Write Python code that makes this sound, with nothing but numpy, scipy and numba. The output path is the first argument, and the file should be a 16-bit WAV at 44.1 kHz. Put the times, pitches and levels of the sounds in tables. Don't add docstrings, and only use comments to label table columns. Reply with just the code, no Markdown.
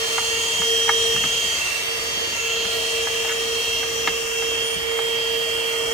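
import sys
import numpy as np
from scipy import signal
from scipy.fft import rfft, irfft
from scipy.io import wavfile
from scipy.ndimage import uniform_filter1d
from numba import njit

SR = 44100
rng = np.random.default_rng(int(sys.argv[2]) if len(sys.argv) > 2 else 0)


def transcribe(signal):
    frames = np.atleast_2d(signal).T
    limited = np.clip(frames, -1, 1)
    pcm = np.round(limited * 32767).astype(np.int16)
    wavfile.write(sys.argv[1], SR, pcm)


N = 261513

# (frequency [Hz], correlation [-1..1])
LIKENESS = [(60, .88), (300, .72), (700, .5), (1200, .45), (1600, -.45), (2300, -.5), (2800, .5),
            (3600, .4), (4400, .05), (5300, -.35), (6400, .4), (7500, -.1), (10000, .1), (12000, .75)]
# (frequency [Hz], left minus right [dB])
BALANCE = [(100, -1.5), (700, 0), (1000, 3.5), (1900, -4), (2800, -6), (3600, 3), (4400, -1), (5200, 0),
           (6700, 0.5), (8800, -0.5), (13000, 0)]
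# (time [s], left lead [rad])
LEAD = [(0, -1.7), (.7, 0.5), (1.52, 0.1), (1.9, -3), (2.3, -2.5), (2.52, 0), (3.2, 0), (3.8, 0.5),
        (4.55, 1.2), (4.85, 1.5), (5.1, 0.2), (5.93, 0.7)]
# (time [s], depth [0-1])
DEPTH = [(0, 0.15), (.4, 0), (1.55, 0.28), (2.2, 0.6), (2.55, 0.2), (3.4, 0.57), (4.3, 1), (5.15, 0.94),
         (5.93, 0.93)]

# (frequency [Hz], relative level [dB])
ROAR = [(12, -44), (20, -26), (70, 2), (107, -6.5), (149, -2.5), (177, -13), (214, -7), (258, -8),
        (400, -3.5), (520, -2), (880, -120)]
# (frequency [Hz], relative level [dB])
BOX_AIR = [(250, -10), (380, 2.5), (520, 5.5), (700, -1), (1000, 1.5), (1300, -3), (1550, -0.5), (1900, 5),
           (2500, 5), (3400, 0), (3800, -58)]
# (frequency [Hz], width of each filter pass [Hz], relative level [dB])
CAVITY = [(655, 118, 0.5), (913, 134, -2.5), (1203, 163, 0), (1382, 91, -1), (1700, 78, 2), (1891, 88, 5),
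          (2128, 83, 3.5), (2281, 79, 4)]
CAVITY_DRIFT = .014
# (time [s], level [dB])
HOLLOW = [(0, -34), (1.2, -35.5), (1.6, -35), (2.7, -36.5), (3.0, -36), (4.4, -37), (4.95, -34.5),
          (5.5, -36), (5.93, -33.5)]

# (time [s], level [dB], t60 [s], centre [Hz])
BUMPS = [(0.205, -39, 0.14, 150), (0.59, -34.5, 0.19, 145), (1.143, -30, 0.3, 135),
         (1.236, -31.5, 0.25, 165), (1.439, -40.5, 0.28, 170), (2.16, -36, 0.2, 190),
         (2.556, -35, 0.13, 150), (2.649, -34, .15, 160), (4.074, -28, 0.14, 215), (4.756, -33, 0.14, 150)]
# (frequency [Hz], t60 [s], relative level [dB])
BOX_MODES = [(640, .035, -2), (780, .045, 0), (926, .055, -.5), (1215, .05, -.5), (1310, .035, -1.5),
             (1445, .05, -4), (1700, .055, -2), (1930, .05, -8), (2125, .06, .5), (2680, .03, -8)]
# (time [s], length [s], level [dB], first centre [Hz], last centre [Hz])
SCUFFS = [(3.277, 0.055, -32, 1850, 1700)]
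SLIPS_PER_S = 170
# (time [s], level [dB], centre of the ring [Hz], low cut [Hz], crack level [dB])
KNOCKS = [(.180, -20.5, 1130, 830, -16), (.617, -27, 1310, 800, -10), (.879, -29, 1300, 826, -20),
          (0.891, -13.5, 1280, 860, -20), (.897, -21.5, 1350, 860, -14), (1.162, -27.5, 1400, 950, -13),
          (1.238, -25.5, 1600, 700, -10), (1.250, -30, 1600, 600, 3), (2.56, -37, 1300, 500, -8),
          (2.650, -32, 1200, 600, -8), (3.070, -27.5, 1100, 800, -20), (3.246, -32, 1200, 700, -12),
          (3.294, -28.5, 1150, 1050, -20), (3.316, -34, 1550, 1000, -16), (3.830, -30, 1250, 620, -16),
          (4.0737, -17, 1650, 650, -12.5), (4.0765, -23, 540, 250, -1), (4.422, -31, 1500, 700, -12),
          (4.914, -32.5, 1700, 800, -12), (4.988, -25, 1250, 620, -15)]
KNOCK_DETUNE = 0.019

# (time [s], lower resonance level [dB], upper resonance level [dB])
WHISTLE = [(0.0, -44, -46), (0.08, -37, -38), (0.33, -32, -36), (0.92, -39.5, -34), (1.17, -32, -33.5),
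           (1.58, -35.5, -37), (1.66, -29, -44), (1.72, -30, -35), (1.78, -33.5, -43), (2.11, -37, -44),
           (2.29, -36, -39), (2.37, -32, -39), (2.48, -30, -33), (2.62, -31.5, -37), (2.72, -38, -34),
           (2.86, -34, -37), (2.94, -30.5, -35.5), (3.1, -38, -36), (3.24, -31.5, -35.5), (3.51, -39, -38),
           (3.58, -34, -38.5), (3.78, -33, -33.5), (3.91, -41, -43), (4.02, -34.5, -36), (4.19, -31, -37),
           (4.28, -37, -38), (4.37, -32, -39), (4.71, -34.5, -37), (4.82, -47, -38), (4.88, -38, -43),
           (5.0, -43, -39), (5.15, -38, -38), (5.65, -35.5, -36), (5.86, -39, -39), (5.93, -44, -37.5)]
# (time [s], frequency [Hz])
WHISTLE_PITCH = [(0, 2760), (1.2, 2760), (1.8, 2735), (2.05, 2750), (2.22, 2815), (2.38, 2730), (3.8, 2764),
                 (4.5, 2765), (5.93, 2770)]
HOSE_UPPER_HZ = 2948

# (frequency [Hz], relative level [dB])
HISS = [(2500, -14), (3400, 2), (3850, 0), (4300, 4), (4600, 1.5), (4900, 2), (5400, -4), (6800, -35),
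        (9000, -63)]
# (frequency [Hz], relative level [dB])
SPRAY = [(5000, -21), (7200, 8.5), (8200, 8), (8500, 6), (8700, 13.5), (8900, 4.5), (9400, 7), (10200, 1.5),
         (11000, -47), (13000, -64.5)]
# (time [s], level [dB])
SPRAY_LEVEL = [(0, -35), (1.5, -34.5), (2.6, -41), (2.74, -34.5), (3.1, -37.5), (3.8, -36), (4.9, -39),
               (5.93, -38)]
# (time [s], resonance [Hz], hiss level [dB])
GAP = [(0, 6250, -28.5), (.5, 6650, -27), (.7, 5950, -29), (1.12, 5950, -27), (1.27, 6530, -27.5),
       (1.57, 6400, -29.5), (1.87, 5830, -34), (2.25, 6400, -31), (2.42, 6820, -26), (2.6, 6650, -28),
       (2.78, 6060, -35), (3.75, 5950, -34), (4.55, 6010, -36), (4.85, 5900, -40.5), (5.5, 6140, -40),
       (5.93, 6100, -36.5)]
# (time [s], centre [Hz], depth [0-1])
NOTCH = [(0, 5300, 0), (.35, 5240, 0.6), (.8, 4850, 0.3), (1.1, 4800, .3), (1.3, 5350, 0.4),
         (1.5, 5280, .8), (1.85, 5150, .4), (2.1, 5100, 0), (2.95, 4930, 0.3), (3.6, 4600, 0.1),
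         (4.35, 4250, 0.7), (5.0, 4030, 0.2), (5.75, 3680, 0.4)]
NOTCH_WIDTH_HZ = 290
# (frequency [Hz], width of each filter pass [Hz], relative level [dB])
NOZZLE_MODES = [(5300, 140, 4.5), (5580, 170, 3.5), (5950, 110, 2.5), (6400, 91, -4.5), (6650, 130, 2),
                (6876, 154, 1)]
NOZZLE_DRIFT = 0.0093
CROSS_REACH_HZ = 1100
SHADE_S, SHADE_TAKES_S = 2.71, 0.2

# (time [s], shaft rate [Hz])
SPEED = [(0, 452), (.2, 455), (.62, 456.6), (1.27, 457.1), (1.57, 456), (2.12, 458.5), (2.55, 456.8),
         (3.05, 457.2), (3.9, 458.3), (4.72, 457.2), (5.35, 458.6), (5.93, 458.4)]
# (time [s], level [dB])
HUM = [(0, -31.5), (.57, -35.5), (.73, -25), (.83, -31.5), (.96, -28), (1.12, -28), (1.19, -39), (1.5, -37),
       (1.6, -46), (1.83, -43.5), (1.89, -35), (1.96, -35), (2.12, -43.5), (2.25, -35.5), (2.33, -43),
       (2.45, -33), (2.8, -31.5), (2.88, -35.5), (2.97, -30.5), (3.57, -30), (3.7, -33), (3.95, -33.5),
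       (4.2, -31), (4.31, -35), (4.42, -29.5), (4.72, -32.5), (4.81, -35.5), (4.92, -29.5), (5.2, -30.5),
       (5.93, -30.5)]
# (time [s], length [s], drop [dB])
HUM_DIPS = [(0.068, 0.029, 11), (0.545, .035, 8), (1.407, 0.038, 5), (1.986, 0.026, 12), (2.172, .04, 7),
            (2.32, 0.069, 5), (2.696, 0.035, 2), (3.067, 0.03, 8), (3.615, 0.055, 11), (3.745, .045, 4.5)]
DIP_EDGE_S = 0.017
# (time [s], level [dB])
WHINE = [(0, -32), (.35, -32.5), (.75, -25.5), (1.1, -26.5), (1.53, -29), (1.66, -40), (1.73, -46),
         (1.87, -33), (2.06, -38), (2.19, -30), (2.28, -36), (2.33, -36), (2.38, -42), (2.52, -31.5),
         (3.45, -33.5), (3.75, -30), (3.92, -36), (4.08, -32), (4.26, -40), (4.38, -33), (4.64, -30),
         (4.76, -34), (4.85, -34.5), (5.08, -30), (5.93, -32.5)]
# (multiple of shaft rate, level [dB], left minus right [dB])
OVERTONES = [(2, -56, 0), (3, -56, 0), (5, -55, -4), (14, -54, 3), (19, -57, -6), (21, -60, -4)]
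# (multiple of shaft rate, level with the nozzle out of the box [dB])
SING = [(10, -49.5), (15, -46.5), (20, -48.5)]
# (time [s], length [s], multiple of shaft rate, rise [dB])
FLARES = [(1.3, .45, 3, 5), (2.36, .18, 3, 10), (5.81, .2, 3, 12), (1.25, .35, 5, 7), (1.43, .91, 10, 10.5),
          (1.75, .59, 10, 2.5), (1.9, .44, 10, 3.5), (5.2, .55, 10, 7), (1.3, .5, 15, 4),
          (2.33, 1.15, 15, 5.5), (3.5, .65, 15, 4.5), (2.64, .96, 20, 7), (4.63, 0.14, 20, 16)]
FLARE_EDGE_S = 0.03

TOP_HZ = 15750


def undb(db):
    return 10 ** (np.asarray(db) / 20)


def unit(x):
    return x / np.sqrt(np.mean(x ** 2))


def curves(table):
    s, *columns = np.transpose(table)
    return [np.interp(np.arange(N) / SR, s, c) for c in columns]


def bins():
    return np.arange(N // 2 + 1) * SR / N + 1e-6


def across(points):
    hz, value = np.transpose(points)
    return np.interp(np.log(bins()), np.log(hz), value)


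def walk(rate):
    k = int(SR / rate)
    held = np.repeat(rng.standard_normal(N // k + 2), k)[rng.integers(k):][:N]
    return unit(uniform_filter1d(uniform_filter1d(held, k), k))


def window(start, length, edge):
    t = np.arange(N) / SR
    return np.clip(.5 + np.minimum(t - start, start + length - t) / edge, 0, 1)


def fade(t, t60):
    return np.exp(-np.log(1000) * t / t60)


def pan(db):
    return undb(np.array([[1], [-1]]) * db / 2)


def inside(out_db, in_db):
    depth, = curves(DEPTH)
    return out_db + (in_db - out_db) * depth


def shaded(open_db, covered_db):
    share = np.clip(.5 + (np.arange(N) / SR - SHADE_S) / SHADE_TAKES_S, 0, 1)
    return open_db + (covered_db - open_db) * share


def two_ports(mid, side, alike):
    return mid * np.sqrt(1 + alike) + np.array([[1], [-1]]) * side * np.sqrt(1 - alike)


def air(gain):
    alike = np.clip(across(LIKENESS), -.98, .98)
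    mid, side = rfft(rng.standard_normal((2, N)))
    ports = two_ports(mid, side, alike)
    x = irfft(ports * gain * pan(across(BALANCE)), N)
    return x / np.std(x.mean(axis=0))


def gusty(points, patchy_db=1.9, count=4):
    spectrum = rfft(air(undb(across(points))))
    group = (bins() // 450).astype(int) % count
    bands = (irfft(spectrum * (group == k), N) * undb(patchy_db * walk(6.5)) for k in range(count))
    return unit(sum(bands))


def burst(t, lo_hz, hi_hz, t60):
    band = signal.butter(3, [lo_hz, hi_hz], "band", fs=SR, output="sos")
    mid, side = signal.sosfilt(band, rng.standard_normal((2, len(t))))
    return unit(mid + 0.43 * side * np.array([[1], [-1]])) * fade(t, t60)


def resonance(hz, width):
    return 1 / (1 + 1j * (bins() ** 2 - hz ** 2) / (bins() * width))


@njit
def sweep(x, hz, width):
    y, band, low = np.empty(len(x)), 0., 0.
    for i in range(len(x)):
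        g, k = np.tan(np.pi * hz[i] / SR), width / hz[i]
        v = (band + g * (x[i] - low)) / (1 + g * (g + k))
        band, low, y[i] = 2 * v - band, low + 2 * g * v, k * v
    return y


def moving(ports, hz, width):
    width = float(width)
    return unit(np.array([sweep(sweep(port, hz, width), hz, width) for port in ports]))


def roar():
    return air(undb(across(ROAR))) * undb(-43.5 + 1.7 * walk(11))


def housing():
    hollow_db, = curves(HOLLOW)
    rush = air(undb(across(BOX_AIR))) * undb(-37.0 + .5 * walk(7.3))
    stir = air(abs(resonance(1400, 6000)))
    hollow = 0
    for hz, width, db in CAVITY:
        swell_db = 1.5 * walk(3) + 1.2 * walk(14)
        centre_hz = hz * (1 + CAVITY_DRIFT * walk(2.506))
        hollow = hollow + moving(stir, centre_hz, width) * undb(db + swell_db)
    return rush + unit(hollow) * undb(hollow_db + 2.0)


def bumps():
    out = np.zeros((2, N + SR))
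    t = np.arange(SR // 2) / SR
    for s, db, t60, centre_hz in BUMPS:
        body = burst(t, 0.6 * centre_hz, 1.6 * centre_hz, t60)
        weight = undb(-7.0) * burst(t, 35, 75, t60)
        start = int(s * SR)
        out[:, start:start + len(t)] += (body + weight) * (1 - fade(t, 0.015)) * undb(db)
    return out[:, :N]


def scuffs():
    times = np.cumsum(rng.uniform(.4, 1.6, N // 50)) * SR / SLIPS_PER_S
    times = times[times < N].astype(int)
    slips = np.zeros((2, N))
    slips[:, times] = rng.uniform(0.46, 1, (2, len(times)))
    body = sum(undb(db) * resonance(hz, np.log(1000) / (np.pi * t60)) for hz, t60, db in BOX_MODES)
    rub = irfft(rfft(slips) * (body + 0.19), N)
    out = 0
    for s, length, db, first_hz, last_hz in SCUFFS:
        centre_hz, = curves([(s, first_hz), (s + length, last_hz)])
        out = out + moving(rub, centre_hz, 1300) * window(s, length, 0.018) * undb(db)
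    return out


def knocks(spread_db=2.0, slope_db=4.0):
    out = np.zeros((2, N + SR))
    t = np.arange(SR // 4) / SR
    hz, t60, mode_db = np.transpose(BOX_MODES)
    for s, db, centre_hz, low_hz, crack_db in KNOCKS:
        spot_db = -slope_db * np.log2(hz / centre_hz) ** 2
        gain = undb(mode_db + spot_db + spread_db * rng.standard_normal(len(hz)))
        ring_hz = hz * (1 + KNOCK_DETUNE * rng.standard_normal(len(hz)))
        phase = np.pi * np.arange(len(hz)) + 0.5 * rng.standard_normal((2, len(hz)))
        ring = 0
        for g, f, decay, p in zip(gain, ring_hz, t60, phase.T):
            ring = ring + g * np.sin(2 * np.pi * f * t + p[:, None]) * fade(t, decay)
        blow = ring / np.linalg.norm(gain)
        for size in [0.5, 0.93, 1.0, 0.18, 0.45]:
            clack = burst(t, 0.75 * centre_hz, 1.51 * centre_hz, 0.0027)
            crack = burst(t, 1100, 4600, 0.07) * undb(crack_db - 6.0)
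            blow += size * (undb(5.0) * clack + crack)
        blow = signal.sosfilt(signal.butter(6, low_hz, "high", fs=SR, output="sos"), blow)
        onset_rms = np.std(blow[:, :SR // 100])
        start = int(s * SR)
        out[:, start:start + len(t)] += blow * undb(db) / onset_rms
    return out[:, :N]


def hose():
    lead, = curves(LEAD)
    lower_db, upper_db = curves(WHISTLE)
    centre_hz, = curves(WHISTLE_PITCH)
    alike = np.clip(0.26 + 0.48 * np.cos(lead), -.95, .95)
    mid, side = rng.standard_normal((2, N))
    ports = two_ports(mid, side, alike)
    warble = 1 + .007 * walk(35) + .004 * walk(7)
    lower = moving(ports, centre_hz * warble, 125) * undb(lower_db + 2.5)
    upper = moving(ports, HOSE_UPPER_HZ * warble, 227) * undb(upper_db + 1.0)
    return (lower + upper) * pan(inside(-2.0, -3.5))


def cross_modes(gap_hz):
    stir = air(abs(resonance(6000, 6000)))
    out = 0
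    for hz, width, db in NOZZLE_MODES:
        near = 1 / (1 + ((hz - gap_hz) / CROSS_REACH_HZ) ** 4)
        swell_db = 2 * walk(4)
        centre_hz = hz * (1 + NOZZLE_DRIFT * walk(3))
        out = out + moving(stir, centre_hz, width) * near * undb(db + swell_db)
    return unit(out)


def cancelled(ports):
    notch_hz, cut = curves(NOTCH)
    band = np.array([sweep(port, notch_hz, float(NOTCH_WIDTH_HZ)) for port in ports])
    return ports - np.clip(cut, 0, 1) * band


def suction():
    gap_hz, gap_db = curves(GAP)
    spray_db, = curves(SPRAY_LEVEL)
    tremor = walk(11)
    hiss = gusty(HISS) * undb(inside(-31.0, -36.0) + .5 * walk(25.33))
    spray = gusty(SPRAY) * undb(spray_db + .5 * walk(11.0)) * pan(shaded(-4.0, -2.0))
    tube = cross_modes(gap_hz)
    centre_hz = gap_hz * (1 + .012 * tremor)
    gap_air = air(abs(resonance(4940, 2200)) ** 2)
    gap = unit(np.array([sweep(port, centre_hz, 660.0) for port in gap_air]))
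    gap = gap * undb(1.2 * tremor)
    nozzle = (undb(-4.0) * tube + undb(-5.0) * gap) * undb(gap_db) * pan(shaded(1.8, 10.6))
    sheen_db = -45.5 + .5 * (spray_db - spray_db.mean()) + 0.66 * walk(14)
    sheen = air(abs(resonance(13980, 1500)) ** 2) * undb(sheen_db)
    return cancelled(hiss + nozzle) + spray + sheen


def tone(phase, scatter, rate, lead=0.):
    direct = np.exp(1j * lead * np.array([[1], [-1]]) / 2)
    echoes = np.array([walk(rate) + 1j * walk(rate) for _ in range(2)])
    level = np.sqrt(2 / (1 + 2 * scatter ** 2))
    return level * np.imag((direct + scatter * echoes) * np.exp(1j * phase))


def flare(multiple):
    return sum(rise_db * window(s, length, FLARE_EDGE_S)
               for s, length, k, rise_db in FLARES if round(k) == round(multiple))


def thin_tones(turn):
    out = 0
    for k, db in SING:
        level_db = db + inside(0, -7.5) + flare(k) + .9 * walk(4)
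        out = out + tone(round(k) * turn, scatter=0.41, rate=45, lead=.4) * undb(level_db)
    return out


def weak_tones(turn):
    out = 0
    for k, db, side_db in OVERTONES:
        level_db = db + flare(k) + 2 * walk(1.5)
        out = out + tone(k * turn, scatter=.7, rate=14) * undb(level_db) * pan(side_db)
    return out


def motor():
    shaft_hz, = curves(SPEED)
    hum_db, = curves(HUM)
    whine_db, = curves(WHINE)
    lead, = curves(LEAD)
    turn = 2 * np.pi * np.cumsum(shaft_hz * (1 + 0.00038 * walk(24.5))) / SR
    hum_scatter = undb(-49.0 - hum_db)
    dip_db = sum(drop_db * window(s, length, DIP_EDGE_S) for s, length, drop_db in HUM_DIPS)
    hum = tone(turn, scatter=hum_scatter, rate=18, lead=1.0)
    hum = hum * undb(hum_db - dip_db + 0.9) * pan(inside(-1.4, -9.0))
    whine = tone(7 * turn, scatter=0.14, rate=170, lead=lead)
    whine = whine * undb(whine_db + 4.0) * pan(inside(-1.9, -4.0) + 0.92 * walk(2.64))
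    return hum + whine + thin_tones(turn) + weak_tones(turn)


def scene():
    return roar() + housing() + bumps() + scuffs() + knocks() + hose() + suction() + motor()


def record(dry):
    return signal.sosfilt(signal.ellip(10, .2, 80, TOP_HZ, fs=SR, output="sos"), dry)


dry = scene()
out = record(dry)
transcribe(out)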